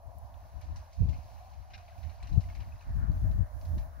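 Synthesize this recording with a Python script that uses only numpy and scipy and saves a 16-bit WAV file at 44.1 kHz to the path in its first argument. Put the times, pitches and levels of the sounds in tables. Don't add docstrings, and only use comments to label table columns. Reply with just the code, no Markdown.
import sys
import numpy as np
from scipy import signal
from scipy.fft import rfft, irfft, next_fast_len
from scipy.io import wavfile
from scipy.ndimage import uniform_filter1d, map_coordinates

SR = 44100
rng = np.random.default_rng(int(sys.argv[2]) if len(sys.argv) > 2 else 0)


def master_out(mix):
    frames = np.transpose(np.atleast_2d(mix))
    ceiling = np.clip(frames, -1, 1)
    pcm = np.round(ceiling * 32767).astype(np.int16)
    wavfile.write(sys.argv[1], SR, pcm)


def gain_from_db(level_db):
    decades = np.asarray(level_db, float) / 20
    return 10 ** decades


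N = 176400
T = np.arange(N) / SR
RISE_S = 0.0025
# (frequency [Hz], phase [rad])
ROAD_LAG = [(1200, -2.7), (1800, -6.3), (4100, -6.3), (6800, -3.2)]


def unit(x):
    return x / np.sqrt(np.mean(x ** 2) + 1e-20)


def along(points, hz):
    f, v = np.transpose(points)
    return np.interp(np.log(hz + 1), np.log(f + 1), v)


def curves(rows):
    s, *cols = np.transpose(rows)
    return [np.interp(T, s, c) for c in cols]


def wobble(rate):
    return map_coordinates(rng.standard_normal(400), [T * rate])


def filtered(x, response):
    m = next_fast_len(N + SR // 4)
    return irfft(rfft(x, m) * response(np.fft.rfftfreq(m, 1 / SR)), m)[..., :N]


def coloured_noise(colour):
    return filtered(rng.standard_normal(N), lambda f: gain_from_db(along(colour, f)))


def patchy(depth_db):
    z = signal.stft(rng.standard_normal((2, N)), nperseg=512)[2]
    field = rng.standard_normal(z.shape[1:])
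    field = uniform_filter1d(field, size=5, axis=0)
    field = uniform_filter1d(field, size=12, axis=1)
    return signal.istft(z * gain_from_db(depth_db * unit(field)), nperseg=512)[1][:, :N]


def ports(pair, left, right, alike, lag):
    u = np.arccos(np.clip(alike, 0, 1)) / 2
    shared, apart = np.cos(u) * pair[0], np.sin(u) * pair[1]

    def response(f):
        return [gain_from_db(along(left, f)) * np.exp(1j * along(lag, f)), gain_from_db(along(right, f)) + 0j]

    return filtered(np.array([shared + apart, shared - apart]), response)


def hiss():
    # (time [s], level [dB])
    air = [(0, -81), (.25, -77.5), (.52, -80.5), (.78, -78.5), (1.35, -76.5), (1.6, -82), (1.93, -80),
           (1.98, -75), (2.15, -77), (2.2, -82), (2.35, -75.5), (2.85, -78.5), (3.1, -76.5), (3.3, -73.5),
           (3.52, -77), (3.62, -74.5), (3.75, -72.5), (4, -77.5)]
    # (frequency [Hz], level [dB per Hz])
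    hiss_left = [(200, -37), (3000, -12.5), (6500, -5.5), (7300, -14.5), (9000, -15), (13000, -9),
                 (14800, -2), (15500, -6)]
    hiss_right = [(200, 3), (3000, -11), (6300, -8), (7600, -17), (9500, -16), (11100, 1), (12300, -13),
                  (15500, -16.5)]
    level_db = curves(air)[0] + 7 + 1.3 * wobble(13)
    return gain_from_db(level_db) * unit(ports(patchy(depth_db=-1.1), hiss_left, hiss_right, 0, [(1, 0.0026)]))


def woods():
    # (time [s], hush level [dB], ridge level [dB], ridge pitch [Hz])
    drift = [(0, -61.5, -57.5, 650), (.25, -59, -63.5, 691.5), (.45, -61, -64.5, 728),
             (.6, -60, -74, 721.5), (.85, -59.5, -76, 702), (.95, -65, -65.5, 659.5),
             (1.1, -60.5, -62.5, 677.5), (1.4, -60.5, -60, 733.6), (1.65, -64, -63, 741),
             (1.85, -65.5, -59, 698.6), (2.1, -61.5, -63, 730.7), (2.4, -60.5, -62, 687.6),
             (2.8, -62.5, -68, 668.6), (3.1, -61.5, -61, 655), (3.5, -62, -59.5, 632.5),
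             (3.84, -59, -59.5, 638.7), (4, -66, -66.5, 624)]
    # (frequency [Hz], level [dB per Hz])
    hush_colour = [(170, -32), (310, -19), (440, -19.5), (618, -1), (800, -3.5), (1010, -4), (1500, -24.5),
                   (2400, -76)]
    # (frequency [Hz], phase [rad])
    woods_lag = [(800, -0.85), (1200, -1.5), (1800, -4.5)]
    ridge_width_hz = 80
    hush_db, ridge_db, ridge_hz = curves(drift)
    hush = unit(ports(patchy(depth_db=1.04), hush_colour, hush_colour, 1, woods_lag))

    def slow_noise():
        return filtered(rng.standard_normal((2, N)), lambda f: np.exp(-(f / ridge_width_hz) ** 1.12))

    turn = 2 * np.pi * np.cumsum(ridge_hz) / SR
    band = slow_noise() * np.cos(turn) + slow_noise() * np.sin(turn)
    ridge = unit(ports(band, [(1, 0.0043)], [(1, 0)], 0.94, woods_lag))
    return gain_from_db(hush_db) * hush + gain_from_db(ridge_db) * ridge


def ticks():
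    # (time [s], peak level [dB], centre [Hz])
    snaps = [
        (.0711, -72, 8800),
        (0.1844, -61, 12100),
        (.3406, -60, 3060),
        (.612, -65, 11000),
        (2.229, -62, 7600),
        (2.554, -64, 6400),
        (3.612, -62, 5470),
    ]
    life_s, span = 0.016, 1.2
    out, t = np.zeros((2, N + SR)), np.arange(SR // 50) / SR
    for s, db, hz in snaps:
        noise = [[1, 0.69], [1, -0.39]] @ rng.standard_normal((2, len(t)))
        snap = noise * np.exp(-t / life_s * 4.2)
        band = signal.butter(2, [hz / span, hz * span], "band", fs=SR, output="sos")
        out[:, round(s * SR):][:, :len(t)] += gain_from_db(db + 7.5) * signal.sosfilt(band, snap)
    return out[:, :N]


def evened(x):
    power = uniform_filter1d(uniform_filter1d(x * x, size=800), size=800)
    return unit(x / np.sqrt(np.abs(power)))


def buffet(gusts):
    # (frequency [Hz], level [dB per Hz])
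    thud = [(12, -35.5), (28, -11), (48, 2), (85, 4.5), (140, -21.5), (310, -31.5), (430, -52), (900, -100)]
    roar = [(40, -58), (100, 6), (170, 2), (300, -27.5), (500, -30), (1200, -120)]
    lull_db, lumps_db, flank = -54.5, 1.02, 1.5
    roar_db, roar_grows = -6.5, 1.92
    power = sum(gain_from_db(2 * db - 17.0 * np.abs(2 * (T - s) / length) ** flank) for s, db, length in gusts)
    lull = gain_from_db(2 * lull_db + 3.6 * wobble(3.74))
    gain = np.sqrt(power + lull) * gain_from_db(lumps_db * wobble(30.104))
    roar_gain = gain_from_db(roar_db) * (gain / gain_from_db(-20)) ** (roar_grows - 1)
    return gain * (evened(coloured_noise(thud)) + roar_gain * evened(coloured_noise(roar)))


def wind():
    # (time [s], level [dB], length [s])
    gusts_left = [(0.081, -39, 0.064), (0.173, -37, 0.038), (0.449, -45, 0.086), (0.57, -35, 0.06),
                  (0.706, -31, 0.052), (1.084, -24, 0.11), (1.257, -44, 0.025), (1.417, -60, 0.055),
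                  (1.586, -40, 0.11), (1.929, -48, 0.078), (2.242, -37, 0.064), (2.38, -16, 0.033),
                  (2.596, -30.5, 0.062), (2.91, -34.5, 0.077), (2.975, -24.5, 0.079), (3.04, -23.5, 0.041),
                  (3.16, -29, 0.11), (3.097, -19, 0.035), (3.305, -24, 0.058), (3.36, -27, 0.05),
                  (3.657, -39, 0.16), (3.783, -28, 0.13),
                  (0.758, -39.5, 0.13),
        (2.338, -24, 0.064),
        (2.495, -37, 0.19),
        (2.705, -43, 0.2),
        (3.252, -19.5, 0.059),
        (3.408, -21, 0.065),
        (1.056, -26.5, 0.059),
        (3.978, -41.5, 0.17),
    ]
    gusts_right = [(0.242, -38.5, 0.055), (0.362, -43.5, 0.12), (0.647, -37.5, 0.04), (0.729, -32.5, 0.024),
                   (0.795, -38.5, 0.068), (1.021, -19.5, 0.052), (1.183, -36, 0.085), (1.364, -43.5, 0.14),
                   (1.766, -47, 0.13), (1.988, -38, 0.023), (2.07, -32, 0.087), (2.237, -43, 0.2),
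                   (2.342, -32, 0.054), (2.469, -33.5, 0.093), (2.599, -40, 0.067), (2.679, -39.5, 0.047),
                   (2.744, -38, 0.041), (2.9, -30.5, 0.065), (2.98, -32, 0.094), (3.04, -35, 0.045),
                   (3.12, -32, 0.06), (3.165, -31, 0.052), (3.22, -28.5, 0.058), (3.28, -29.5, 0.052),
                   (3.345, -28.5, 0.077), (3.435, -37, 0.072), (3.558, -32.5, 0.084), (3.727, -27, 0.14),
                   (1.084, -37, .08),
        (3.852, -47, 0.29),
    ]
    return np.array([buffet(gusts_left), buffet(gusts_right)])


def behind_bank():
    # (time [s], level [dB])
    bend = [(0, -77), (.3, -71), (.8, -68.5), (.92, -73), (2.5, -69), (2.85, -65), (3.02, -59), (3.15, -63),
            (3.3, -63.5), (4, -66.5)]
    # (frequency [Hz], level [dB per Hz])
    dull = [(700, -57), (1100, 2.5), (1750, -6), (2400, -21.5), (6000, -65)]
    muffled = unit(ports(patchy(depth_db=1.2), dull, dull, 0.67, ROAD_LAG))
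    return gain_from_db(curves(bend)[0] + 1.4 * wobble(20)) * muffled


def stones():
    per_s, spread_db, middle_hz = 1300, 3, 3000
    cycles = 7
    draw, k = rng.random((2, int(per_s * N / SR), 3)), np.arange(220)
    hz = middle_hz * 3.27 ** (2 * draw[..., :1] - 1)
    size = gain_from_db(-spread_db * np.log(1 - draw[..., 1:2]))
    ring = size * np.sin(2 * np.pi * hz * k / SR) * np.exp(-hz * k / SR / cycles)
    at = (draw[..., 2:] * N).astype(int) + k
    rows = [np.bincount(a.ravel(), r.ravel(), N + len(k))[:N] for a, r in zip(at, ring)]
    return unit(np.array(rows))


def pings():
    # (time [s], peak level [dB], pitch [Hz])
    loose = [(1.131, -48, 2130), (1.143, -53, 2200), (1.700, -60, 2940), (1.718, -56, 1540),
             (1.779, -56, 4700), (1.780, -56, 1850), (1.800, -59, 2280), (1.815, -65, 2000),
             (1.862, -60, 4500), (1.882, -58, 2400), (1.925, -48, 1590), (2.017, -61, 4407),
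             (2.037, -55, 2600), (2.099, -55, 4260), (2.203, -52, 2320), (2.233, -49, 4120),
             (2.273, -57, 5700), (2.276, -51, 2790), (2.330, -54, 4050), (2.409, -55, 2700),
             (2.410, -60, 4500), (2.438, -49, 2050), (2.486, -58, 1845), (2.500, -48, 2160),
             (2.518, -56, 1800), (2.561, -57, 6070), (2.620, -56, 2820), (2.722, -49, 2560),
             (2.757, -54, 1920), (2.793, -57, 4000), (2.810, -53.5, 2590), (2.815, -50, 1800),
             (2.824, -58, 6150), (3.23, -54, 1530), (3.293, -53, 1510), (3.314, -56, 1700)]
    decay_s, onset_s = 0.0055, 0.0006
    out, t = np.zeros(N + SR), np.arange(SR // 20) / SR
    shape = np.exp(-t / decay_s) * (1 - np.exp(-t / onset_s))
    for s, db, hz in loose:
        out[round(s * SR):][:len(t)] += gain_from_db(db) * np.sin(2 * np.pi * hz * t) * shape
    return out[:N] * [[1], [0]]


def low_part(f):
    return 1 / (1 + (f / 3400) ** 4)


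def jolt(grains):
    # (frequency [Hz], level [dB])
    modes = [(1580, 7), (2130, 1), (2430, -1), (2900, -9), (4050, -3.5), (5150, -1)]
    start_s, level_db, hold_s = 1.733, -55, 0.03
    age = np.clip(T - start_s, 0, None)
    shudder = gain_from_db(level_db) * np.minimum(age / RISE_S / 2, 1) * np.exp(-(age / hold_s) ** 4)
    ring = sum(gain_from_db(db) * np.sin(2 * np.pi * hz * age) for hz, db in modes) * [[1], [0]]
    grating = filtered(grains, lambda f: low_part(f * 0.75) * (1 - low_part(f * 2.6)))
    return shudder * (ring + 5 * grating)


def wheels():
    # (time [s], level [dB])
    rolling = [(0, -82), (.45, -73), (.85, -70.5), (1.35, -67.5), (1.6, -72), (1.95, -71), (2.17, -69),
               (2.5, -69.5), (2.9, -71), (3.45, -79), (3.66, -84), (4, -77)]
    roll = gain_from_db(curves(rolling)[0] + 8.5 + 0.32 * wobble(22.09))
    return roll * (patchy(depth_db=0.7) + 0.45 * stones())


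def crunches(grains):
    # (time [s], peak level [dB], length [s], brightness [dB])
    bursts = [(0.6139, -48, 0.042, 1), (0.761, -43.5, 0.024, 4), (0.93, -50.5, 0.02, 6.5),
              (1.0903, -44.5, 0.023, 0.5), (1.13, -53, 0.057, -5), (1.537, -50.5, 0.013, -1),
              (1.705, -51.5, 0.043, -5), (1.98, -52, 0.019, 2), (2.294, -51, 0.01, 1),
              (1.779, -46.5, 0.033, -3.5), (1.88, -58, 0.037, -13.5), (2.031, -47, 0.024, -6),
              (2.096, -51.5, 0.025, -9), (2.2275, -43, 0.025, -7), (2.272, -44, 0.014, 1),
              (2.328, -53, 0.041, 2.5), (2.406, -48, 0.043, 3), (2.488, -57.5, 0.066, -11.5),
              (2.553, -42.5, 0.01, -6.5), (2.604, -45, 0.014, -6), (2.809, -48, 0.021, -4),
              (3.314, -48, 0.011, -5), (3.613, -50, 0.014, 4), (3.652, -53, 0.025, 6),
              (3.7806, -42, 0.02, -0.5)]
    low, high = np.zeros(N), np.zeros(N)
    for s, db, length, bright_db in bursts:
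        age = np.clip(T - s + RISE_S, 0, None)
        decay = np.exp(-(age / max(length, 0.004)) ** 0.82)
        shape = gain_from_db(db - 4.5) * np.minimum(age / RISE_S, 1) * decay
        low += shape * gain_from_db(-bright_db)
        high += shape * gain_from_db(bright_db)
    return filtered(low * grains, low_part) + filtered(high * grains, lambda f: 1 - low_part(f))


def gravel():
    # (frequency [Hz], level [dB per Hz])
    gravel_left = [(1000, -6), (1600, -7.5), (2450, 0.5), (3300, -11), (4000, 1), (5200, -11.5),
                   (6600, -10.5), (9000, -16)]
    gravel_right = [(1000, -9), (1700, -10.5), (2900, -3), (3800, -12.5), (4500, -2), (6100, -2),
                    (7300, -13), (10000, -27)]
    grains = patchy(depth_db=1) + 0.55 * stones()
    road = wheels() + crunches(grains) + jolt(grains) + pings()
    treble_end = [(16000, -31)]
    return ports(road, gravel_left + treble_end, gravel_right + treble_end, 0.6, ROAD_LAG)


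def scene():
    return hiss() + woods() + ticks() + wind() + behind_bank() + gravel()


def roll_off(x):
    return signal.sosfilt(signal.butter(12, 16310, fs=SR, output="sos"), x)


def record(dry):
    top_hz = 15770
    mix = filtered(dry, lambda hz: hz < top_hz)
    return roll_off(mix)


dry = scene()
out = record(dry)
master_out(out)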